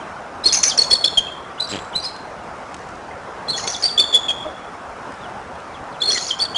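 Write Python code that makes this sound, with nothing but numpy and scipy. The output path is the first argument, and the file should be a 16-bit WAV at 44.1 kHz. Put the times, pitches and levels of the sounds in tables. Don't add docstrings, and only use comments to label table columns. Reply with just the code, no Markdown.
import sys
import numpy as np
from scipy import signal
from scipy.fft import rfft, irfft, next_fast_len
from scipy.io import wavfile
from scipy.ndimage import uniform_filter1d, map_coordinates

SR = 44100
rng = np.random.default_rng(int(sys.argv[2]) if len(sys.argv) > 2 else 0)


def invert_db(level):
    return 10 ** (np.asarray(level, dtype=float) / 20)


def digitize_waveform(pressure):
    field = np.atleast_2d(pressure).T
    bounded = np.clip(field, -1, 1)
    quanta = np.round(bounded * 32767).astype(np.int16)
    wavfile.write(sys.argv[1], SR, quanta)


N = 289737

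# start_s, length_ms, level_db
HOARSE_STRETCHES = [
    (0.53, 65, -40),
    (0.635, 75, -38),
    (0.795, 55, -32.5),
    (2.0, 110, -62),
    (3.56, 105, -38),
    (3.67, 95, -36.5),
    (3.761, 80, -41),
    (6.101, 170, -38),
    (6.24, 88, -38),
]


def unit(x):
    return x / np.sqrt(np.mean(x ** 2) + 1e-20)


def along(hz_points, values, hz):
    return np.interp(np.log(hz + 1), np.log(np.asarray(hz_points) + 1), values)


def filtered(x, response):
    m = next_fast_len(N + SR // 2)
    return irfft(rfft(x, m) * response(np.fft.rfftfreq(m, 1 / SR)), m)[:N]


def coloured(points):
    hz_points, db = np.transpose(points)
    return unit(filtered(rng.standard_normal(N), lambda hz: invert_db(along(hz_points, db, hz))))


def wobble(rate_hz):
    knots = rng.standard_normal(int(N * rate_hz / SR) + 4)
    return map_coordinates(knots, [np.arange(N) * rate_hz / SR])


def mode(hz, centre_hz, width_hz):
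    return 1j * hz * width_hz / (centre_hz ** 2 - hz ** 2 + 1j * hz * width_hz)


def impulses(start_s, peak_db):
    blows = np.zeros(N)
    for s, db in zip(start_s, peak_db):
        blows[round(s * SR)] = invert_db(db)
    return blows


def dying(t60_s):
    return invert_db(-60 * np.arange(SR // 20) / SR / t60_s)


def stream():
    # hz, level_db (per Hz)
    water_spectrum = [(12, -51), (20, -22), (64, -7), (97, -7.5), (252, -5.5), (295, -7), (450, -4.5),
                      (743, -0.5), (1480, -6), (1870, -12.5), (3530, -25), (4590, -28), (5520, -27),
                      (9870, -38.5), (11000, -48), (14300, -84), (22000, -120)]
    water_db, drone_db, drone_hz = -33, -59, 74.6
    z = signal.stft(coloured(water_spectrum), nperseg=512)[2]
    patches = uniform_filter1d(uniform_filter1d(rng.standard_normal(z.shape), 3, 0), 8, 1)
    rush = signal.istft(z * invert_db(1.92 * unit(patches)), nperseg=512)[1][:N]
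    drone = unit(filtered(rng.standard_normal(N), lambda hz: mode(hz, drone_hz, 2.6) ** 2))
    swell_db = 0.6 * wobble(3.35)
    return invert_db(water_db + swell_db) * unit(rush) + invert_db(drone_db) * drone


def valley(x):
    # hz, t60_s, level_db
    decay_bands = [(3300, 0.56, -4), (3420, 0.97, -7), (4000, 0.6, 0.5), (4400, 0.5, -2.5), (5300, 0.35, 2),
                   (6260, 0.19, 1), (7150, 0.63, 7), (10400, 0.44, -2)]
    gap_samples = 250
    band_hz, t60_s, band_db = np.transpose(decay_bands)
    hz, t, z = signal.stft(rng.standard_normal(SR), SR, nperseg=256)
    start_db = along(band_hz, band_db, hz)[:, None]
    fade_db = start_db - 60 * t / along(band_hz, t60_s, hz)[:, None]
    near_branches = 1 + invert_db(1 - 60 * t / 0.06)
    tail = signal.istft(z * invert_db(fade_db) * near_branches, SR, nperseg=256)[1]
    tail *= invert_db(2.5 * wobble(60)[:len(tail)])
    return signal.fftconvolve(np.pad(x, (gap_samples, 0)), tail / np.linalg.norm(tail))[:N]


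def rustle():
    # start_s, level_db
    brushes = [
        [(1.68, -58), (1.72, -42), (1.8, -57)],
        [(2.6, -70), (2.736, -51), (3.3, -71)],
    ]
    t = np.arange(N) / SR
    level = sum(invert_db(np.interp(t, *np.transpose(rows), left=-120, right=-120)) for rows in brushes)
    spectrum = [(1500, -1), (4000, 7), (7000, 9), (11000, -19)]
    return level * unit(invert_db(6.7 * wobble(160)) * coloured(spectrum))


def ticks():
    # start_s, peak_db
    tick_rows = [(1.8473, -40), (2.163, -34), (2.743, -26.5), (2.766, -38), (2.8887, -39), (3.246, -47),
                 (3.6748, -19), (0.22, -47), (2.666, -47), (5.121, -40), (5.14, -44), (5.295, -44),
                 (5.414, -46), (5.475, -47), (5.555, -48), (5.588, -45), (5.602, -39), (5.84, -48),
                 (6.176, -23)]
    cracks = np.convolve(impulses(*np.transpose(tick_rows)), dying(0.02))[:N]
    return cracks * coloured([(1500, 7.5), (5000, 7.0), (9000, 2), (11000, -33)])


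def creaking_stick():
    # start_s, peak_db, snap_db, ring_hz
    slip_rows = [
        (1.717, -21, -3, 5000),
        (1.727, -15.5, -5.5, 3050),
        (1.7368, -12.5, -8.5, 3200),
        (1.7465, -11, -13, 2900),
        (1.7568, -13, -10.5, 3200),
        (1.7675, -16, -7, 3300),
        (1.777, -16, -14, 2800),
        (1.789, -16, -9.5, 3400),
    ]
    start_s, peak_db, snap_db, ring_hz = np.transpose(slip_rows)
    thump = filtered(impulses(start_s, peak_db + 29.5),
                     lambda hz: mode(hz, 250, 250) / (1 + 1j * hz / 1100) ** 2)
    snap = np.convolve(impulses(start_s, peak_db + snap_db - 4), dying(0.025))[:N]
    snap = snap * invert_db(1.8 * wobble(350)) * coloured([(1500, 3), (3000, 7), (4800, -5), (7000, -49)])
    rings = np.zeros(N)
    decay = dying(0.028)
    t = np.arange(len(decay)) / SR
    for s, db, hz in zip(start_s, peak_db + snap_db - 3, ring_hz):
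        rings[round(s * SR):][:len(t)] += invert_db(db) * decay * np.sin(2 * np.pi * hz * t)
    return thump + snap + rings


def breath_puffs():
    # start_s, peak_db
    puff_rows = [
        (0.462, -32),
        (0.927, -33),
        (1.18, -27),
    ]
    start_s, peak_db = np.transpose(puff_rows)
    return filtered(impulses(start_s, peak_db + 49), lambda hz: mode(hz, 32, 45))


def whistles(strokes, octave_db):
    # hz, flutter_depth, breath_db
    hoarseness = [(2000, 0.55, -42), (3000, 0.24, -27), (4400, 0.19, -24.5), (5200, 0.43, -8.5),
                  (6500, 0.21, -28), (7600, 0.28, -2)]
    # hz, level_db
    breath_spectrum = [(1200, -26), (2000, 5), (3000, 3.5), (4300, 11), (6000, 4), (7500, -5), (10500, -48),
                       (12000, -16)]
    throat_hz, depth, breath_db = np.transpose(hoarseness)
    tone, leak_power = np.zeros((2, N + SR))
    flutter = np.append(wobble(700), np.zeros(SR))
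    waver = np.append(wobble(180), np.zeros(SR))
    for first, hz, shape in strokes:
        at = slice(first, first + len(hz))
        hz = hz * (1 + 0.0079 * waver[at])
        phase = 2 * np.pi * (rng.random() + np.cumsum(hz) / SR)
        octave = invert_db(octave_db - 16 * np.log2(hz / 3300)) * (hz < 5200)
        voiced = np.sin(phase) + octave * np.sin(2 * phase)
        tone[at] += shape * voiced * (1 + along(throat_hz, depth, hz) * flutter[at])
        leak_power[at] += (shape * invert_db(along(throat_hz, breath_db, hz))) ** 2
    return tone[:N] + np.sqrt(np.abs(leak_power[:N])) * coloured(breath_spectrum)


def glides(rows, swell):
    plateau_ms = 11
    for s, ms, start_hz, end_hz, db, peak in rows:
        u = np.linspace(0, 1, int((ms + 3) * SR / 1000))
        arch = np.sin(np.pi * np.interp(u, [0, np.clip(peak, 0.25, 0.8), 1], [0, 0.5, 1]))
        shape = invert_db(db) * arch ** (swell * min(1, plateau_ms / ms) ** 0.5)
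        yield round(s * SR) - 66, start_hz + (end_hz - start_hz) * u, shape


def faint_birds():
    # start_s, length_ms, start_hz, end_hz, level_db
    faint_rows = [(0.005, 46, 3340, 2310, -48), (1.275, 20, 2700, 2420, -39),
                  (1.579, 9.8, 2820, 3000, -35.5), (1.586, 13, 3360, 3550, -39),
                  (1.672, 6.4, 4200, 6400, -38), (1.94, 9.5, 2900, 3080, -30), (1.947, 6, 3480, 3900, -33),
                  (2.026, 15, 4760, 4890, -31), (2.052, 8.7, 4800, 4300, -32), (3.11, 9.9, 2100, 2030, -38),
                  (3.578, 14, 2000, 1780, -31.5), (3.63, 35, 2090, 2180, -36.5),
                  (4.284, 27, 2596, 2490, -33), (4.45, 32, 319, 302, -36.5), (5.137, 22, 5900, 4500, -55),
                  (5.21, 37.4, 3680, 3350, -47.5), (5.243, 24, 3360, 2780, -44),
                  (5.732, 12, 4550, 3600, -48), (5.743, 21, 3580, 3050, -45), (5.768, 18, 2950, 2200, -46),
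                  (1.729, 6.5, 4750, 4500, -35), (1.756, 7.1, 4900, 4830, -38),
                  (1.717, 13, 6850, 6850, -37), (1.731, 9, 7150, 6930, -46), (3.596, 7, 3360, 2700, -31),
                  (1.931, 8, 3560, 2900, -38), (5.923, 14, 4720, 3700, -50), (5.936, 25, 3650, 3050, -51),
                  (5.958, 22, 2950, 2200, -49), (6.15, 39.5, 2090, 1890, -29.5),
                  (6.173, 14, 2970, 3550, -26.5)]
    calls = whistles(glides([(*row, 0.45) for row in faint_rows], swell=0.6), octave_db=-45)
    flicker_db = 4 * (np.tanh(wobble(130)) + 0.5)
    return calls * invert_db(flicker_db)


def rasp():
    level = np.zeros(N)
    for s, ms, db in HOARSE_STRETCHES:
        count = int(ms * SR / 1000)
        level[round(s * SR):][:count] += invert_db(db) * np.sin(np.linspace(0, np.pi, count)) ** 0.43
    spectrum = [(2300, -12), (3200, -10), (4200, 0.0), (6300, 8.0), (7400, -14.0), (9000, -25)]
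    return level * unit(invert_db(2.8 * wobble(250)) * coloured(spectrum))


def shards():
    gap_ms, length_ms, centre_hz, spread, slide_share, over_rasp_db = 5, 3, 5500, 0.14, 0.12, 4
    rows = []
    for s, ms, db in HOARSE_STRETCHES:
        for i in range(int(ms / gap_ms)):
            late, pitch, slide, size = rng.standard_normal(4)
            hz = centre_hz * np.exp(spread * np.clip(pitch, -2, 2))
            bend = slide_share * slide
            start_s = s + (i + 1 + late / 2) * gap_ms / 1000
            level_db = db + over_rasp_db + 3 * size
            rows.append((start_s, length_ms, hz * (1 - bend), hz * (1 + bend), level_db, 0.31))
    return rows


def squeals():
    # start_s, pitch_hz, level_db
    first_squeals = [
        [(.523, 4300, -16), (.528, 6080, -9.5), (.534, 6580, -17.5), (.541, 6600, -8.5), (.5455, 6030, -6),
         (.548, 4300, -11)],
        [(.549, 5120, -20), (.554, 5300, -20), (.559, 6100, -17), (.563, 5900, -27), (.568, 6110, -16),
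         (.578, 6300, -19), (.586, 6140, -16), (.59, 5940, -12), (.595, 5000, -20)],
        [(.629, 7310, -15), (.634, 6450, -6), (.638, 5780, -5), (.641, 4400, -11)],
        [(.64, 6100, -8), (.647, 5780, -14.5), (.653, 6160, -4), (.657, 5970, -22), (.661, 5880, -15.5),
         (.671, 6300, -21), (.684, 6050, -11.5), (.692, 5350, -18)],
        [(.692, 5450, -12), (.703, 4400, -26), (.711, 3610, -26), (.72, 3160, -21.5), (.728, 2950, -44)],
    ]
    later_squeals = [
        [(3.561, 5520, -24), (3.568, 6450, -30), (3.582, 6830, -21), (3.587, 6100, -22), (3.59, 3000, -32)],
        [(3.592, 6080, -33), (3.62, 6500, -39), (3.64, 6580, -36), (3.65, 6250, -38)],
        [(3.668, 6400, -27), (3.673, 5820, -19), (3.677, 3400, -22)],
        [(3.676, 6550, -21), (3.692, 5440, -28), (3.708, 5900, -25), (3.724, 5600, -28), (3.73, 5200, -33),
         (3.736, 4560, -30), (3.742, 3940, -33), (3.749, 3460, -23.5), (3.757, 3320, -40)],
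    ]
    last_squeals = [
        [(6.097, 4600, -36), (6.102, 5910, -19), (6.108, 5580, -30), (6.115, 4930, -17), (6.119, 4900, -24)],
        [(6.118, 5980, -20), (6.123, 5700, -17), (6.132, 5500, -36)],
        [(6.134, 4900, -29), (6.14, 5840, -20), (6.146, 6110, -22), (6.15, 6900, -25), (6.168, 7180, -34),
         (6.175, 6930, -22), (6.18, 5460, -16.5), (6.184, 3440, -19)],
        [(6.185, 6400, -36), (6.24, 6650, -31), (6.268, 6620, -35), (6.28, 5850, -24), (6.292, 4700, -26.5),
         (6.304, 3470, -33.5), (6.311, 3154, -13), (6.317, 3110, -18), (6.328, 3120, -38)],
    ]
    # pitch_hz, lift_db
    throat_lift = [(3000, -2.5), (3300, 7.5), (3850, 0), (4400, 6.5), (4900, 0), (5300, -4), (6100, -2),
                   (7200, -3)]
    # delay_ms, level_db
    bough_echoes = [
        (4.5, -7),
        (10, -9.5),
        (17, -13),
        (29, -17),
    ]
    break_db, break_share, break_above_hz = 7, 0.017, 3500
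    level, pitch = wobble(340), unit(wobble(90) + wobble(350))
    for rows in list(first_squeals) + list(later_squeals) + list(last_squeals):
        s, hz, db = np.transpose(rows)
        at = np.arange(round(s[0] * SR), round(s[-1] * SR))
        hz = np.interp(at / SR, s, hz)
        strain = np.clip((hz - break_above_hz) / 1500, 0, 1)
        ends = np.clip(np.minimum(at - at[0], at[-1] - at) / 66, 0, 1)
        db = np.interp(at / SR, s, db) + along(*np.transpose(throat_lift), hz)
        db = db + break_db * strain * np.tanh(level[at])
        hz = hz * (1 + break_share * strain * pitch[at])
        yield at[0], hz, ends * invert_db(db - 1)
        for delay_ms, loss_db in bough_echoes:
            yield at[0] + round(delay_ms * SR / 1000), hz, ends * invert_db(db + loss_db)


def chitter():
    # start_s, length_ms, middle_hz, level_db
    rising = [(0.441, 10, 5120, -25), (0.456, 12, 4240, -6), (0.491, 7.4, 4230, -27),
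              (0.531, 8.8, 4270, -29), (0.802, 10, 5450, -22), (0.911, 8.3, 3366, -12),
              (0.913, 10.6, 4274, -8), (1.041, 9.3, 3340, -6.5), (1.6, 11.7, 4000, -14),
              (1.613, 13, 4850, -38), (1.619, 15, 4015, -18.5), (1.688, 31, 7600, -32),
              (1.953, 22.4, 4000, -15), (2.038, 21.5, 4980, -22.5), (3.499, 15, 4310, -16),
              (3.517, 15, 4260, -26), (3.55, 10, 4300, -31), (3.595, 10, 5200, -33),
              (3.834, 13.7, 4515, -9.5), (3.977, 10.4, 3420, -6), (3.99, 13, 3510, -6),
              (4.039, 5.3, 3470, -17), (6.018, 10.4, 3460, -10.5), (6.105, 12, 3350, -13.5),
              (6.14, 27, 4215, -22), (6.219, 14, 4230, -25), (6.396, 12, 3420, -18.5),
              (6.4, 25, 4400, -16.5), (6.546, 11, 3130, -20.5), (6.558, 15.5, 3270, -13)]
    held_notes = [(0.475, 16, 5000, -20.5), (0.509, 14, 4225, -21.5), (0.597, 14, 4310, -29),
                  (2.115, 26, 4170, -45), (0.546, 5.9, 5240, -15), (0.637, 3.2, 4390, -12),
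                  (0.786, 12.6, 4400, -2.5), (0.912, 9, 5240, -17.5), (0.926, 17.2, 4400, -3),
                  (1.044, 11, 5260, -20), (1.047, 16, 4170, -13.5), (1.61, 7, 4100, -24),
                  (1.631, 28, 4660, -29), (1.655, 36, 3950, -36), (1.974, 13, 4050, -27),
                  (2.012, 24, 5800, -40), (3.476, 20, 3380, -35), (3.54, 22, 3390, -23.5),
                  (3.636, 10, 4300, -25), (3.674, 5.8, 3350, -19), (3.675, 13, 4380, -20.5),
                  (4.137, 29, 3403, -4), (4.168, 11.6, 3414, -13), (6.03, 16, 4280, -16.5),
                  (6.051, 17, 4280, -16.5), (6.074, 32, 4270, -10.5), (6.122, 17, 4246, -15.5),
                  (6.207, 13, 4300, -34), (6.555, 9.8, 4450, -24.5), (6.437, 4.4, 4500, -13),
                  (6.449, 9.1, 4400, -20.5)]
    sagging = [(0.463, 15, 4333, -5.5), (0.476, 12, 5940, -22), (0.819, 7.7, 4390, -7.5),
               (1.057, 6.6, 4335, -10), (1.174, 21.3, 3218, -4), (1.999, 11, 4700, -29),
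               (2.0, 24, 4030, -38), (2.058, 18.4, 4200, -23), (2.08, 16, 5120, -37),
               (2.082, 19, 4250, -34.5), (3.484, 24, 4080, -18.5), (3.529, 18, 4300, -24),
               (3.561, 28, 4300, -29), (3.824, 7.9, 4970, -19), (3.836, 15, 5620, -24),
               (3.848, 21.4, 4640, -10), (3.871, 6.8, 4730, -21), (3.879, 9.8, 4540, -18.5),
               (3.895, 37, 4610, -23.5), (3.998, 14, 4477, -8), (4.009, 19, 3516, -13),
               (4.127, 17, 3420, -16), (4.284, 19, 3270, -13), (4.3, 18.7, 3292, -14),
               (4.41, 32, 3380, -31), (6.106, 23, 4280, -19), (6.418, 14.5, 4550, -10)]
    # start_s, length_ms, level_db
    lead_up = [
        (0.438, 19, -20),
        (1.039, 13, -19),
        (2.025, 10, -31),
        (6.004, 20, -25.5),
    ]
    swoop_in = [
        (0.777, 6.7, -10.5),
        (0.906, 7.7, -20),
        (6.39, 7.3, -25),
    ]
    fall_off = [(0.484, 21, -20.5), (0.835, 12, -28), (0.945, 14, -21), (1.073, 11, -14.5),
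                (1.169, 5.2, -33), (3.522, 21, -28), (3.882, 15, -26), (6.03, 49, -29), (6.448, 18, -30)]
    rows = []
    for notes, glide, peak in [(rising, 0.035, 0.54), (held_notes, 0.003, 0.58), (sagging, -0.033, 0.43)]:
        for s, ms, hz, db in notes:
            rows.append((s, ms, hz * (1 - glide / 2), hz * (1 + glide / 2), db, peak))
    for slides, start_hz, end_hz, peak in [(lead_up, 3790, 4520, 0.51), (swoop_in, 6300, 4600, 0.27),
                                           (fall_off, 3900, 3270, 0.89)]:
        rows += [(s, ms, start_hz, end_hz, db, peak) for s, ms, db in slides]
    return rows


def eagle():
    strokes = [*glides(chitter() + shards(), swell=0.86), *squeals()]
    return invert_db(0.5) * (whistles(strokes, octave_db=-23) + rasp())


def scene():
    valley_db = -9
    birds = eagle() + faint_birds()
    nest = rustle() + ticks() + creaking_stick() + breath_puffs()
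    return (stream() + nest + birds + invert_db(valley_db) * valley(birds))[None]


def roll_off(x):
    return signal.sosfilt(signal.butter(12, 11120, fs=SR, output="sos"), x)


def record(dry):
    capture_hz, edge_hz = 48000, 10725
    top, hardness = 0.55, 8
    captured = signal.resample_poly(dry[0], 160, 147)
    captured = captured / (1 + np.abs(captured / top) ** hardness) ** (1 / hardness)
    held = np.zeros(N)
    held[::2] = 2 * captured[np.arange(0, N, 2) * capture_hz // SR]
    mix = filtered(held, lambda hz: (hz < 11300) / (1 + (hz / edge_hz) ** 70))[None]
    return roll_off(mix)


dry = scene()
out = record(dry)
digitize_waveform(out)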